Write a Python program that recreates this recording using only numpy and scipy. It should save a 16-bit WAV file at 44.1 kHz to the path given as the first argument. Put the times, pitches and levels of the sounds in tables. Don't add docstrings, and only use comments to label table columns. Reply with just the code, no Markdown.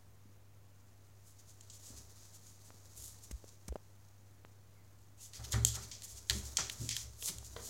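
import sys
import numpy as np
from scipy import signal
from scipy.fft import rfft, irfft
from scipy.io import wavfile
from scipy.ndimage import uniform_filter1d

SR = 44100
rng = np.random.default_rng(int(sys.argv[2]) if len(sys.argv) > 2 else 0)


def transcribe(u):
    v = np.clip(np.atleast_2d(u).T, -1, 1)
    q = np.round(v * 32767).astype(np.int16)
    wavfile.write(sys.argv[1], SR, q)


N = 339300
T = np.arange(N) / SR

# f/Hz, relative level/dB
WOOD_SPECTRUM = [(60, -8.5), (200, -0.5), (400, 1.5), (900, 1), (1900, 4.5), (4000, -12.5), (16000, -107)]


def undb(db):
    return 10 ** (np.asarray(db) / 20)


def unit(x):
    return x / np.sqrt(np.mean(x ** 2))


def add(out, s, x):
    i = max(int(s * SR), 0)
    out[i:i + len(x)] += x[:max(N - i, 0)]


def colour(x, points):
    size = 4096
    hz, db = np.transpose(points)
    bin_hz = np.arange(size // 2 + 1) * SR / size
    log_gain = np.interp(np.log(bin_hz + 1), np.log(hz), np.log(undb(db)))
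    cepstrum = irfft(log_gain)[:size // 2]
    cepstrum[1:] *= 2
    return signal.fftconvolve(x, irfft(np.exp(rfft(cepstrum, size))))[:len(x)]


def resonate(x, hz, q):
    return signal.lfilter(*signal.iirpeak(min(hz, SR / 3), max(q, 1), fs=SR), x)


def decay(t, t60):
    return np.exp(-np.log(1000) * t / t60)


def wander(rate_hz):
    knots = rng.standard_normal(N // 20)
    return np.interp(T * rate_hz, np.arange(len(knots)), knots)


def claws(slip_s=0.0013, second_slip=0.24, release=1.6, clean_hz=11900, skidding_hz=8450):
    # t/s, level/dB, ring f/Hz, skid/s, room feed relative to the snap/dB
    releases = [(1.609, -50, 7000, .002, -10), (1.699, -50, 6770, 0.0086, -5.5),
                (5.334, -47.5, 4800, .002, 3), (5.5217, -32.5, 7800, 0.0014, -7),
                (5.527, -39, 4100, 0.013, -6.5), (5.6494, -17, 7550, 0.001, -7.5),
                (5.914, -43.5, 5450, .012, -1), (6.021, -45, 4200, 0.00098, -3),
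                (6.298, -22, 4120, .0019, -11), (6.3062, -30.5, 4070, 0.0035, -21),
                (6.570, -22.5, 5700, .003, -3), (6.6977, -33, 3200, 0.0017, -20),
                (6.8906, -30, 5370, 0.0019, 1), (6.909, -40, 3140, 0.01, -10),
                (6.966, -30.5, 3500, 0.0014, -19), (7.225, -39, 3540, 0.0017, -28),
                (7.384, -43.5, 8100, .0016, -9)]
    direct, spill = np.zeros(N), np.zeros(N)
    t = T[:SR // 10]
    jerk = signal.unit_impulse(len(t))
    for s, db, hz, skid_s, room_db in releases:
        drag = skid_s / 0.0019
        ring_db = np.log2(drag) - 1
        top_hz = skidding_hz + (clean_hz - skidding_hz) / (1 + drag ** 6)
        skid = np.exp(-t / skid_s) + second_slip * (t > slip_s) * np.exp(-abs(t - slip_s) / skid_s)
        force = release * jerk + skid * rng.standard_normal(len(t))
        snap = door_edge(force, hz, ring_db, top_hz)
        gain = undb(db) / np.sqrt(uniform_filter1d(snap ** 2, size=176).max())
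        add(direct, s, gain * snap)
        add(spill, s, gain * undb(room_db) * door_edge(jerk, hz, ring_db, top_hz))
    return direct, spill


def door_edge(force, hz, ring_db, top_hz):
    # f/Hz, relative level/dB
    claw_spectrum = [(200, -11), (1150, -15), (1800, -1), (2400, -4), (3200, -4.5), (5500, -3.5),
                     (7500, -3.5), (9500, -7.5), (12000, -5), (16000, -4)]
    # f/Hz, width/Hz, relative level/dB
    edge_modes = [(1940, 220, -5), (3250, 340, -1.5), (4160, 520, -5), (6100, 860, -12), (6700, 260, 1.5),
                  (7420, 220, 1), (12000, 760, -11)]
    low_hz = 0.42 * hz
    contact_band = [(low_hz * 2 ** -.5, -16), (low_hz, 0), (top_hz, 0), (top_hz * 2 ** .5, -13)]
    crack = colour(colour(force, claw_spectrum), contact_band)
    crack = crack + sum(undb(db) * resonate(crack, f, f / width) for f, width, db in edge_modes)
    return unit(unit(crack) + undb(ring_db) * unit(resonate(crack, hz, q=3.3)))


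def door_panel(clatter_hz=1500, clatter_rise_s=0.0042, clatter_fade_s=0.02, linger_s=0.11, ring_db=-6):
    # t/s, boom peak/dB, push f/Hz, clatter level/dB
    shoves = [(1.914, -51.5, 71.5, -68), (2.97, -51.5, 65, -82), (5.388, -42, 86, -60),
              (5.463, -51, 75, -62.5), (5.535, -26, 95, -43.5), (5.609, -39.5, 130, -63.5),
              (5.763, -60, 113, -53.5), (6.12, -51, 66, -74), (6.30, -34.5, 78, -51),
              (6.411, -38.5, 72, -69), (6.584, -43.5, 83, -43.5), (6.794, -36.5, 112, -81),
              (7.029, -46, 71, -68), (7.355, -45, 76.5, -66), (7.486, -54, 64, -72), (7.56, -57, 81, -57)]
    # f/Hz, relative level/dB, t60/s
    panel_modes = [(68.17, 7.5, 0.78), (113.3, 10.5, 0.63), (182.5, -15.5, 0.31), (221.4, -11, 0.28),
                   (307, -27, 0.2), (401, -10, 0.42), (606, -22.5, 0.46), (784, -18, 0.32),
                   (940, -22, 0.13), (1140, -33, 0.16), (1356, -2, 0.03)]
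    out, t = np.zeros(N), T[:SR]
    modes = [undb(db) * np.sin(2 * np.pi * hz * t) * decay(t, t60) for hz, db, t60 in panel_modes]
    panel, upper_modes = sum(modes), sum(modes[2:])
    fade = np.exp(-t / clatter_fade_s) + 0.23 * np.exp(-t / linger_s)
    for s, boom_db, push_hz, clatter_db in shoves:
        cycles = t * push_hz
        push = np.sin(2 * np.pi * cycles) * cycles * np.exp(-cycles / 0.42)
        boom = signal.fftconvolve(push, panel)[:len(t)]
        add(out, s, undb(boom_db) * boom / abs(boom).max())
        cut_hz = min(clatter_hz * 2 ** ((clatter_db + 53) / 13), SR / 3)
        rise_s = clatter_rise_s * (clatter_hz / cut_hz) ** 2
        chatter = rng.standard_normal(len(t)) * fade * (1 - np.exp(-t / rise_s))
        ring = unit(signal.fftconvolve(chatter, upper_modes)[:len(t)])
        clatter = unit(colour(chatter, WOOD_SPECTRUM)) + undb(ring_db) * ring
        clatter = signal.sosfilt(signal.butter(2, cut_hz, fs=SR, output="sos"), clatter)
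        add(out, s, undb(clatter_db) * clatter / clatter[:SR // 25].std())
    return out


def door_frame(crack_s=0.0021):
    # t/s, peak level/dB
    bumps = [(5.539, -30), (7.226, -41), (7.5641, -32.5), (7.566, -30)]
    # f/Hz, relative level/dB, t60/s
    frame_modes = [(462, 0.5, 0.038), (690, 4.5, 0.015), (1000, 4, 0.013), (1500, -8, 0.018),
                   (2170, -19, 0.0071), (3400, 7, 0.0063), (3970, -1, 0.014)]
    out, t = np.zeros(N), T[:SR // 5]
    ring = sum(undb(db) * np.sin(2 * np.pi * hz * t) * decay(t, t60) for hz, db, t60 in frame_modes)
    for s, db in bumps:
        crack = colour(rng.standard_normal(len(t)) * np.exp(-t / crack_s), WOOD_SPECTRUM)
        knock = unit(ring) + 0.35 * unit(crack)
        add(out, s, undb(db) * knock / abs(knock).max())
    return out


def friction(grain_db, flurry_db, snags_per_s=60, snag_gain=5.6):
    hairs = unit(rng.standard_normal(N) * undb(grain_db * wander(1500) + flurry_db * wander(90)))
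    snags = (rng.random(N) < snags_per_s / SR) * rng.standard_normal(N)
    return unit(hairs + snag_gain * snags)


def paw_strokes(rise_share=0.38, wood_db=-12, firm_hz=6000):
    # peak t/s, level/dB, length/s, emphasised f/Hz
    strokes = [(1.284, -64, 0.065, 9500), (1.399, -59.5, 0.022, 6600), (1.497, -59, .04, 6950),
               (1.746, -56, 0.044, 6860), (1.868, -55.5, 0.096, 6740), (1.98, -55.5, 0.042, 6250),
               (2.225, -64.5, 0.12, 6000), (2.353, -55, .028, 7640), (2.485, -61.5, 0.072, 7200),
               (2.667, -60.5, 0.048, 7850), (2.978, -53.5, .011, 9200), (3.039, -52.5, 0.12, 9500),
               (3.241, -54, 0.027, 7540), (3.486, -58.5, 0.026, 5870), (5.233, -51.5, 0.068, 7400),
               (5.36, -50, 0.036, 5640), (5.449, -47.5, 0.02, 4030), (5.531, -41.5, 0.027, 6560),
               (5.678, -46, 0.017, 11500), (5.753, -41.5, 0.026, 5560), (5.832, -50.5, 0.04, 5200),
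               (6.045, -45.5, .022, 7850), (6.106, -51, 0.053, 7650), (6.175, -50.5, 0.034, 6500),
               (6.35, -46.5, 0.089, 6600), (6.463, -48.5, 0.038, 6430), (6.725, -48, 0.02, 8950),
               (6.83, -51.5, 0.11, 6530), (6.987, -46, 0.084, 6200), (7.221, -51, 0.063, 10250),
               (7.269, -37.5, 0.054, 7900), (7.29, -44.5, 0.022, 3660), (7.458, -53, .04, 7100),
               (7.659, -47, 0.062, 7600)]
    # f/Hz, relative level/dB
    paw_spectrum = [(300, -13.5), (1900, -25.5), (3000, -10.5), (5300, -7.5), (6900, -3), (8500, -9),
                    (12000, -9.5), (16000, -13.5)]
    grain = friction(grain_db=0.0, flurry_db=1.5, snags_per_s=90, snag_gain=8.2)
    out, rub = np.zeros(N), colour(grain, paw_spectrum)
    wood = unit(resonate(colour(grain, WOOD_SPECTRUM), hz=1400, q=1.0))
    for s, db, length_s, hz in strokes:
        rise_s, fall_s = rise_share * length_s, (1 - rise_share) * length_s
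        near = abs(T - s) < .4
        t = T[near] - s
        speed = np.where(t < 0, np.exp(-.5 * (t / rise_s) ** 2), np.exp(-(abs(t) / fall_s) ** 2.4))
        hiss = unit(0.47 * unit(rub[near]) + unit(resonate(rub[near], hz, q=1.52)))
        firmness = 1 / (1 + (hz / firm_hz) ** 8)
        out[near] += undb(db) * speed * (hiss + firmness * undb(wood_db) * wood[near])
    return out


def pad_thumps(band_hz=(120, 380)):
    # t/s, peak level/dB, ring f/Hz, fade/s
    landings = [(.254, -52, 215, 0.0028), (1.902, -49, 217, 0.0028), (2.741, -52, 179, 0.0019),
                (5.559, -38.5, 221, 0.016), (6.346, -40.5, 201, 0.011), (6.806, -40, 147, 0.011),
                (6.816, -46, 281, 0.0095), (7.29, -45.5, 173, 0.0078)]
    out, t = np.zeros(N), T[:SR // 10]
    dull = signal.butter(3, band_hz, "band", fs=SR, output="sos")
    for s, db, hz, fade_s in landings:
        squash = unit(signal.sosfilt(dull, rng.standard_normal(len(t))))
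        thump = (np.sin(2 * np.pi * hz * t) + 0.59 * squash) * t * np.exp(-t / fade_s)
        add(out, s, undb(db) * thump / abs(thump).max())
    return out


def flank_rub(trim_db=-2):
    # t/s, level before trim/dB
    slide_levels = [(0.0, -73), (0.47, -76), (1.18, -71.5), (1.71, -66.5), (1.84, -61.5), (2.7, -64.5),
                    (3.08, -59.5), (3.7, -71), (5.23, -74), (5.4, -57.5), (5.7, -57), (6.15, -62),
                    (6.45, -53.5), (6.85, -56.5), (7.0, -65), (7.22, -60), (7.43, -62), (7.69, -50)]
    # f/Hz, relative level/dB
    fur_spectrum = [(300, -5), (1500, -13.5), (2900, -19), (4000, -10.5), (5300, -11.5), (6700, -5),
                    (8000, -9.5), (9500, -12), (11500, -13.5), (16000, -17.5)]
    rub = colour(friction(grain_db=-3.5, flurry_db=2.0), fur_spectrum)
    sheen = 0.63 * resonate(rub, hz=5400, q=2.3)
    return unit(rub + sheen) * undb(trim_db + np.interp(T, *np.transpose(slide_levels)))


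def handling(tick_db=-22, scuff_s=0.0028, thud_lag_s=0.0328, thud_s=0.018):
    # t/s, peak level/dB, ring f/Hz, fade/s
    taps = [(2.7048, -40, 800, 0.00012), (3.312, -37, 200, 0.00079), (3.442, -40.5, 467, 0.00091),
            (3.681, -39, 185, 0.0028), (3.6885, -37.5, 600, 0.00027), (3.724, -36.5, 450, 0.0014),
            (3.757, -27.5, 565, 0.00086), (3.762, -37, 584, 0.00069), (4.4496, -36.5, 714, 0.00011),
            (7.429, -46.5, 804, 0.00035)]
    # t/s, scuff level/dB, thud peak/dB, thud f/Hz
    grips = [(3.31, -46, -36.5, 58), (3.680, -46, -35, 61.4)]
    out, t = np.zeros(N), T[:SR // 20]
    for s, db, hz, fade_s in taps:
        ring = np.sin(2 * np.pi * hz * t) + 0.071 * np.sin(np.pi * hz * t)
        tick = unit(resonate(rng.standard_normal(len(t)), hz=2000, q=1.2))
        knock = (ring + undb(tick_db) * tick) * np.sqrt(t) * np.exp(-t / fade_s)
        add(out, s, undb(db) * knock / abs(knock).max())
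    for s, scuff_db, thud_db, hz in grips:
        skin = rng.standard_normal(len(t))
        scuff = unit(resonate(skin, hz=6500, q=2.8) + 0.37 * resonate(skin, hz=2500, q=1.0))
        add(out, s, undb(scuff_db) * scuff * t / scuff_s * np.exp(1 - t / scuff_s))
        since = T - s - thud_lag_s
        out -= undb(thud_db) * np.cos(2 * np.pi * hz * since) * np.exp(-(since / thud_s) ** 2)
    return out


def squeaks(jitter=0.05):
    # t/s, length/s, start f/Hz, end f/Hz, peak level/dB
    glides = [(4.73, .12, 2400, 1800, -74), (5.17, .08, 2350, 3200, -72)]
    out = np.zeros(N)
    for s, length_s, start_hz, end_hz, db in glides:
        hz = np.linspace(start_hz, end_hz, int(length_s * SR))
        hz *= 1 + jitter * wander(900)[:len(hz)]
        add(out, s, undb(db) * np.hanning(len(hz)) * np.sin(2 * np.pi * np.cumsum(hz) / SR))
    return out


def tiled_room(x, t60_low_s=0.38, t60_high_s=0.2, split_hz=7000, grain_db=4.0):
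    t = T[:SR * 2 // 3]
    echoes = rng.standard_normal(len(t)) * undb(grain_db * rng.standard_normal(len(t)))
    low = signal.sosfilt(signal.butter(1, split_hz, fs=SR, output="sos"), echoes)
    tail = low * decay(t, t60_low_s) + (echoes - low) * decay(t, t60_high_s)
    early, bulk = .7 * (t > .002), 1 / (1 + np.exp((.016 - t) / .002))
    tail *= early + bulk
    return signal.fftconvolve(x, 0.98 * tail / np.linalg.norm(tail))[:N]


def room_tone(hum_hz=100.6, hum_db=-62.5, waver_db=0.23, air_db=-66.5):
    # f/Hz, relative level/dB
    air_spectrum = [(20, -29), (40, -13.5), (65, -4.5), (100, -9.5), (180, -12.5), (260, -17), (500, -20),
                    (950, -23.5), (2000, -29), (3000, -32.5), (7000, -39), (16000, -35)]
    hum = unit(np.sin(2 * np.pi * hum_hz * T)) * undb(hum_db + waver_db * wander(2.0))
    return hum + unit(colour(rng.standard_normal(N), air_spectrum)) * undb(air_db)


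def scene():
    snaps, spill = claws()
    rubbing = paw_strokes() + flank_rub() + squeaks()
    knocks = door_frame() + pad_thumps()
    echo = tiled_room(spill + undb(-9.5) * rubbing + undb(-5.5) * knocks)
    return (snaps + rubbing + door_panel() + knocks + echo + handling() + room_tone())[None]


def record(dry, low_cut_hz=25, top_hz=16000, offset=-0.0008):
    x = signal.sosfilt(signal.butter(2, low_cut_hz, "high", fs=SR, output="sos"), dry)
    return signal.sosfilt(signal.ellip(10, .2, 70, top_hz, fs=SR, output="sos"), x) + offset


dry = scene()
out = record(dry)
transcribe(out)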